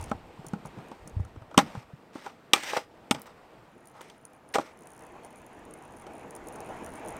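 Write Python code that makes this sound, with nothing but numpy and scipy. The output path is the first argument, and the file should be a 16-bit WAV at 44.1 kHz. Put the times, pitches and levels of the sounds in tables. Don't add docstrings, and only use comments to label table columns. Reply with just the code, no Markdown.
import sys
import numpy as np
from scipy import signal
from scipy.fft import rfft, irfft, next_fast_len
from scipy.io import wavfile
from scipy.ndimage import uniform_filter1d, map_coordinates

SR = 44100
rng = np.random.default_rng(int(sys.argv[2]) if len(sys.argv) > 2 else 0)


def file_out(sig):
    cols = np.atleast_2d(sig).T
    lim = np.clip(cols, -1, 1)
    pcm = np.round(lim * 32767).astype(np.int16)
    wavfile.write(sys.argv[1], SR, pcm)


def invert_db(level):
    return 10 ** (np.asarray(level, dtype=float) / 20)


N = 317079
ASPHALT_S = 3.7
MIDDLING_DB = -55
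ON_ASPHALT = np.arange(N) > ASPHALT_S * SR


def unit(x):
    return x / np.sqrt(np.mean(x ** 2) + 1e-20)


def along(points, hz):
    f, value = np.transpose(points)
    return np.interp(np.log(hz + 1), np.log(f + 1), value)


def curves(rows):
    s, *columns = np.transpose(rows)
    return [np.interp(np.arange(N) / SR, s, column, -120, -120) for column in columns]


def wobble(rate):
    knots = rng.standard_normal(int(N * rate / SR) + 4)
    return map_coordinates(knots, [np.arange(N) * rate / SR])


def filtered(x, response):
    m = next_fast_len(N + SR // 4)
    return irfft(rfft(x, m) * response(np.fft.rfftfreq(m, 1 / SR)), m)[..., :N]


def rings(x, modes):
    def response(f):
        total = 0
        for k, (center, width, db) in enumerate(modes):
            resonance = 1j * f * width / (center ** 2 - f ** 2 + 1j * f * width)
            total = total + (-1) ** k * invert_db(db) * resonance
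        return total
    return filtered(x, response)


def rush(spectrum, patchy_db, grain_db=0):
    raw = rng.standard_normal(N) * invert_db(grain_db * rng.standard_normal(N))
    z = signal.stft(raw, nperseg=512)[2]
    across_pitch = uniform_filter1d(rng.standard_normal(z.shape), 5, 0)
    patches = unit(uniform_filter1d(across_pitch, 10, 1))
    patchy = signal.istft(z * invert_db(patchy_db * patches), nperseg=512)[1][:N]
    return unit(filtered(patchy, lambda hz: invert_db(along(spectrum, hz))))


def bursts(times, db, t60, edge=0):
    t = np.arange(SR // 10) / SR
    force = np.zeros(N + SR)
    for s, level, life in np.broadcast(times, db, t60):
        shape = invert_db(-60 * t / max(life, .001))
        size = np.linalg.norm(shape)
        puff = rng.standard_normal(len(t)) * shape
        puff[0] = edge * size
        force[round(s * SR):][:len(t)] += invert_db(level) * puff * size / np.linalg.norm(puff)
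    return force[:N]


def pushes(rows, decay_db, rise):
    out = np.zeros(N + SR)
    t = np.arange(SR // 8) / SR
    for s, db, hz in rows:
        swell = 1 - np.exp(-t * hz / rise)
        push = invert_db(db - decay_db * hz * t) * swell * np.sin(2 * np.pi * hz * t)
        out[round(s * SR):][:len(t)] -= push
    return out[:N]


# pitch in Hz, level in dB.
TRAFFIC = [(35, -39), (60, -19), (136, -1), (167, -2.5), (446, -8.5), (604, -6), (818, -23), (1190, -9),
           (1650, -14.5), (2390, -20.5), (8240, -40), (10400, -38), (15800, -40.5)]


def traffic():
    return invert_db(-60) * rush(TRAFFIC, patchy_db=1.3)


def whine():
    note = rings(rng.standard_normal(N), [(1870, 20, 0)])
    return invert_db(-79) * unit(note) * ~ON_ASPHALT


# pitch in Hz, level in dB.
WIND = [(12, -40), (20, 5.5), (86, 10.5), (200, -4), (260, -48.5), (440, -120)]
# time in seconds, level in dB.
GUSTS = [(0.0, -43), (0.25, -50), (0.8, -61.5), (1.16, -51), (1.34, -56), (1.48, -54), (1.84, -68),
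         (2.4, -77.5), (3.16, -67.5), (3.94, -66), (4.6, -72.5), (5.1, -64), (5.85, -57), (6.15, -59),
         (6.5, -53), (7.19, -54.5)]


def wind():
    gust_db, = curves(GUSTS)
    return invert_db(gust_db - 3 + wobble(11)) * rush(WIND, patchy_db=4)


# time in seconds, level in dB.
ROLL = [(0.0, -46), (0.22, -53.5), (0.85, -51.5), (1.45, -60.5), (1.68, -51.5), (1.84, -60), (2.54, -58.5),
        (2.7, -50), (2.84, -61), (3.16, -56.5), (3.56, -57.5), (4.4, -61), (4.75, -55.5), (5.04, -52.5),
        (5.85, -51), (6.45, -47.5), (6.66, -44.5), (7.19, -44)]
# pitch in Hz, level in dB per Hz.
RUMBLE = [(53, -16.5), (90, -11.5), (216, -3), (340, -0.5), (409, -3), (467, 1), (562, -6.5), (622, -1),
          (900, -2.5), (1280, -12.5), (2510, -17.5), (5000, -39.5), (6500, -63), (11000, -120)]
# pitch in Hz, level in dB.
GRIT = [(1470, -27.5), (2500, -6), (4190, -11), (5210, -13.5), (6030, -17.5), (8540, -16), (10600, -28),
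        (13200, -22), (15800, -43)]
# pitch in Hz, level in dB.
GRIT_ASPHALT = [(1470, -26), (2500, -8.5), (4670, -9), (6770, 0), (8340, -8.5), (9370, -8.5), (13900, -15),
                (15800, -28)]


def wheels():
    roll_db, = curves(ROLL)
    jolt_db = 0.5 * wobble(7) + 0.7 * wobble(45)
    rumble = invert_db(roll_db + 1.5 + jolt_db) * rush(RUMBLE, patchy_db=1.8, grain_db=2)
    middling_hiss_db = np.where(ON_ASPHALT, -70, -63)
    growth = np.where(ON_ASPHALT, 0.84, 0.85)
    hiss_db = middling_hiss_db + growth * (roll_db - MIDDLING_DB)
    concrete = rush(GRIT, patchy_db=1.3, grain_db=3)
    asphalt = rush(GRIT_ASPHALT, patchy_db=1.3, grain_db=3)
    hiss = np.where(ON_ASPHALT, asphalt, concrete)
    return rumble + invert_db(hiss_db - 5.5 + 0.66 * jolt_db) * hiss


# time in seconds, pitch in Hz, level in dB.
SQUEAK = [
    (5.1, 4350, -97),
    (5.15, 4400, -83.5),
    (5.24, 4340, -78.5),
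    (5.32, 4370, -94.5),
]


def squeak():
    hz, db = curves(SQUEAK)
    phase = 2 * np.pi * np.cumsum(hz + 15 * wobble(90)) / SR
    return invert_db(db + 4 + 1.9 * wobble(60)) * np.sin(phase)


# time in seconds, peak level in dB.
SNAPS = [
    (3.1974, -38.5),
    (3.2186, -26.5),
    (3.2224, -40.5),
    (3.2454, -56),
    (3.2684, -36.5),
    (4.0153, -32.5),
    (6.2801, -49),
]


def snaps():
    s, db = np.transpose(SNAPS)
    return rings(bursts(s, db, t60=0.00297), [(10000, 12000, -3)])


# time in seconds, peak level in dB, pitch in Hz.
BUMPS = [(0.148, -39.5, 86), (0.392, -35, 153), (0.774, -35.5, 150), (1.055, -40, 149), (1.166, -20.5, 90),
         (1.197, -20.5, 87), (1.249, -36, 90), (1.37, -36.5, 94), (1.417, -40, 108), (1.773, -29.5, 119),
         (1.934, -35, 139.4), (2.533, -31, 248), (3.149, -35, 154.4)]


def bumps():
    return invert_db(9) * pushes(BUMPS, decay_db=10, rise=0.55)


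# start in seconds, length in seconds, level in dB.
CHATTERS = [(3.855, .07, -48.5), (4.775, .06, -47.5), (4.888, .18, -47), (5.235, .04, -50),
            (5.356, .06, -50), (5.84, .02, -51.5), (5.909, .11, -49), (6.12, .09, -52), (6.351, .02, -40.5),
            (6.525, .03, -46), (6.646, .09, -51), (6.761, .08, -49.5), (6.875, .12, -47.5),
            (7.061, 0.055, -41)]


def chatters():
    beat_s = 0.015
    rows = []
    for start, length, db in CHATTERS:
        for k in range(int(length / beat_s) + 1):
            late_s, louder_db = rng.standard_normal(2) * (0.0015, 3)
            rows.append((start + k * beat_s + late_s, db + louder_db))
    return rows


# time in seconds, peak level in dB.
EARLY_TICKS = [(0.0114, -41), (0.0257, -43.5), (0.0397, -39.5), (0.059, -52), (0.0973, -49), (0.4654, -39),
               (0.4838, -43.5), (0.658, -43.5), (0.6706, -51), (0.884, -55.5), (1.075, -41), (1.0959, -53),
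               (1.2047, -60.5), (1.2486, -53.5)]
# time in seconds, peak level in dB.
TICKS = [(3.8724, -38), (4.0162, -41), (4.2521, -35), (4.3332, -48.5), (4.4891, -45.5), (4.5256, -51),
         (4.542, -32), (4.5834, -49), (4.8714, -38), (5.2476, -39.5), (5.3061, -45.5), (5.4649, -42.5),
         (5.5937, -50), (5.6519, -45.5), (5.7092, -44), (5.7377, -36.5), (5.8238, -46.5), (6.0204, -42.5),
         (6.3077, -34), (6.3625, -38.5), (6.4718, -39.5), (6.4852, -31), (6.5594, -38.5), (6.6047, -35),
         (6.6931, -47), (6.8457, -35), (6.8625, -34), (6.956, -40), (7.0845, -32.5), (7.167, -37.5)]
# pitch in Hz, width in Hz, level in dB.
TICK = [(9410, 346, 1), (11300, 2100, -15.5), (14350, 3800, -19)]
# pitch in Hz, width in Hz, level in dB.
TICK_BODY = [(6550, 1400, -2.5), (5230, 3700, -20)]


def ticks():
    groups = [list(EARLY_TICKS), list(TICKS), chatters()]
    s, db = np.transpose(sum(groups, []))
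    kind = np.repeat([0, 1, 2], [len(group) for group in groups])
    t60 = np.take([0.015, 0.0073, 0.0073], kind)
    db = db + np.take([13, 12.5, 12.5], kind)
    body_db = np.take([-2.5, -10.5, -10], kind)
    faint_db = -29 + 0.6 * (curves(ROLL)[0] - MIDDLING_DB)
    strikes = rng.random(N) < 50 / SR
    faint = strikes * rng.standard_normal(N) * invert_db(faint_db) * ON_ASPHALT
    rebound = bursts(s + 0.01, db - 17, t60)
    softer = rings(rings(faint + rebound, TICK[:1]), [(10100, 2900, 0)])
    sharp = rings(bursts(s, db, t60), TICK) + softer
    body = bursts(s, db + body_db - 0.5, 1.54 * t60) + 0.12 * faint
    return sharp + rings(body, TICK_BODY)


# time in seconds, peak in dB, thud in dB, thud pitch in Hz.
JOINTS = [(0.096, -49, -18, 142), (0.445, -41, -1, 373), (0.467, -49, 7, 142), (0.534, -29, 5.5, 187),
          (0.651, -36, -0.5, 146), (0.785, -38.5, 3.5, 147), (0.915, -33.5, -6, 230), (1.073, -46, 2, 186),
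          (1.196, -43.5, 15.5, 136), (1.249, -43.5, -14, 153), (1.277, -50.5, -3, 196),
          (1.36, -44.5, 2, 286), (1.42, -41.5, -20, 143), (1.512, -40, -33, 266), (1.543, -33, -22, 375),
          (1.75, -32.5, -3, 180)]
# time in seconds, peak in dB, thud in dB, clack in dB, thud pitch in Hz.
SLAMS = [(0.114, -14.5, -11, -17, 214), (1.574, -19, -4, -16, 140), (1.577, -4, -6, 0, 243),
         (1.587, -11, -13, 0.5, 207), (2.155, -32.5, -1, -12.5, 284), (2.181, -38, -8.5, -7.5, 242),
         (2.258, -37, -5, -10.5, 517), (2.262, -23, -19, -14.5, 370), (2.5339, -7.5, -19.5, 8, 320),
         (2.561, -26, -7.5, 3, 320), (2.635, -31, -16, 5.5, 326), (2.732, -19.5, -12.5, -20, 443),
         (2.764, -15, -44, -25.5, 516), (2.773, -19.5, -2.5, -40, 520), (3.11, -12, -6.5, 5, 235),
         (3.147, -29, -8, 0, 143), (4.009, -38.5, -9, 0, 347), (4.099, -47, -7.5, 9, 231),
         (4.544, -23.5, -12, -6, 450), (4.554, -13, -9, -6.5, 510), (4.558, -14.5, -8, -11.5, 440),
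         (4.584, -15.5, -2.5, -12, 574), (4.594, -26, -2, -21, 310), (6.0665, -34.5, -7, -5.5, 390)]


def blows():
    light = [(s, db, thud_db, -11.5, hz, 0.037) for s, db, thud_db, hz in JOINTS]
    heavy = [(*row, 0.026) for row in SLAMS]
    return np.transpose(sorted(light + heavy))


# time in seconds, pressure in dB, brightness in dB.
LEDGE = [
    (2.545, -28.5, -10),
    (2.56, -30.5, -5),
    (2.62, -46.5, 3),
    (2.632, -45, 3.5),
    (2.7, -36, -0.5),
    (2.762, -37.5, -0.5),
    (2.77, -27, -1.5),
    (2.8, -38.5, -7.5),
    (2.85, -61, -1),
]
# start in seconds, length in seconds, level in dB, brightness in dB, fall in dB.
SCRAPES = [(0.0, 0.026, -43, -13.5, 4), (0.057, 0.037, -60, -7, -14), (1.591, 0.063, -20, -8.5, 29),
           (1.629, .2, -45, -7, 6), (2.131, .15, -52.5, -4.5, -5.5), (2.27, 0.082, -42.5, -8.5, 21),
           (3.143, 0.09, -35.5, -10, 21), (3.259, 0.061, -44, -8.5, 17.5), (3.94, .08, -49, -15, -1.5),
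           (4.013, 0.16, -55, 0, 13.5), (4.5415, 0.031, -28.5, 1, 16), (4.594, 0.048, -37, -7, 11),
           (4.628, 0.088, -46, -7, 8.5)]


def scrapes():
    fade_in_s, fade_out_s, edge_db = 0.0021, 0.018, 15
    low_db, tilt_db = curves(LEDGE)
    low, bright = [low_db], [low_db + tilt_db]
    for s, length, db, tilt_db, fall_db in SCRAPES:
        end, end_db = s + length, db - fall_db
        level, = curves([(s - fade_in_s, db - edge_db), (s, db),
                         (end, end_db), (end + fade_out_s, end_db - edge_db)])
        low.append(level)
        bright.append(level + tilt_db)
    return np.max(low, axis=0), np.max(bright, axis=0)


# pitch in Hz, width in Hz, level in dB.
PLATE = [(494, 110, -7.5), (640, 120, -6), (809, 45, 0), (920, 120, -3), (1123, 220, -4.5),
         (1270, 150, -3.5), (1420, 110, -2), (1470, 230, -7)]
# pitch in Hz, width in Hz, level in dB.
TUBES = [(1520, 140, -4), (1940, 990, 0.5), (2355, 200, 9), (2910, 410, 5), (3660, 760, 2.5),
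         (4497, 480, -1), (5900, 800, -1), (7360, 1300, -4.5), (8600, 640, -2.5), (9880, 1300, -16),
         (13300, 1500, -16)]
# pitch in Hz, width in Hz, level in dB.
BELL = [(5000, 8, 5)]
# pitch in Hz, level in dB per Hz.
GRIND = [(1180, -33), (1600, -5), (2000, -3.5), (2360, -6), (3060, -11), (3860, -12), (4590, -14.5),
         (5750, -13), (6720, -20), (8640, -19), (10600, -32), (13100, -27.5), (15800, -37)]


def deck():
    s, db, thud_db, clack_db, thud_hz, t60 = blows()
    low_db, bright_db = scrapes()
    stick_slip = unit(invert_db(1.3 * wobble(110) + 2.5 * wobble(700)))

    thud = pushes(zip(s, db + thud_db + 8.5, thud_hz), decay_db=7, rise=0.11)
    thud = filtered(thud, lambda hz: (1j * hz / (110 + 1j * hz)) ** 2)

    rub = invert_db(low_db + 14.5) * stick_slip * rng.standard_normal(N)
    force = bursts(s, db + 15, 1.48 * t60, edge=1) + rub
    plate = signal.lfilter(*signal.butter(2, 2400, fs=SR), rings(force, PLATE))

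    clack = bursts(s, db + clack_db - 0.5, 0.95 * t60, edge=0.46)
    grind = invert_db(bright_db - 1) * stick_slip * rush(GRIND, patchy_db=1.24)
    near = (np.arange(N) > 2.74 * SR) & (np.arange(N) < ASPHALT_S * SR)
    bell = rings(near * (0.28 * clack + 1.4 * grind), BELL)
    return thud + plate + rings(clack, TUBES) + grind + bell


# pitch in Hz, time to fall by 60 dB in seconds.
WALLS = [(150, 0.29), (1000, 0.037), (4000, 0.023), (12000, 0.091)]


def walls(x):
    out, hop = np.zeros(N + 2 * SR), SR // 2
    for start in range(0, N, hop):
        hz, t, z = signal.stft(rng.standard_normal(hop), SR, nperseg=256)
        decay = invert_db(-60 * t / along(WALLS, hz)[:, None])
        tail = signal.istft(z * decay, SR, nperseg=256)[1]
        wet = signal.fftconvolve(x[start:start + hop], tail / np.linalg.norm(tail))
        out[start + 350:][:len(wet)] += wet
    return out[:N]


def scene():
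    background = traffic() + whine() + wind()
    rolling = wheels() + squeak()
    follower = bumps() + ticks()
    metal = deck() + snaps()
    return (background + rolling + follower + metal + invert_db(-16) * walls(metal))[None]


def top_cut(x):
    return signal.sosfilt(signal.butter(12, 15990, fs=SR, output="sos"), x)


def record(dry):
    mix = dry / (1 + np.abs(dry) ** 8) ** (1 / 8)
    return top_cut(mix)


dry = scene()
out = record(dry)
file_out(out)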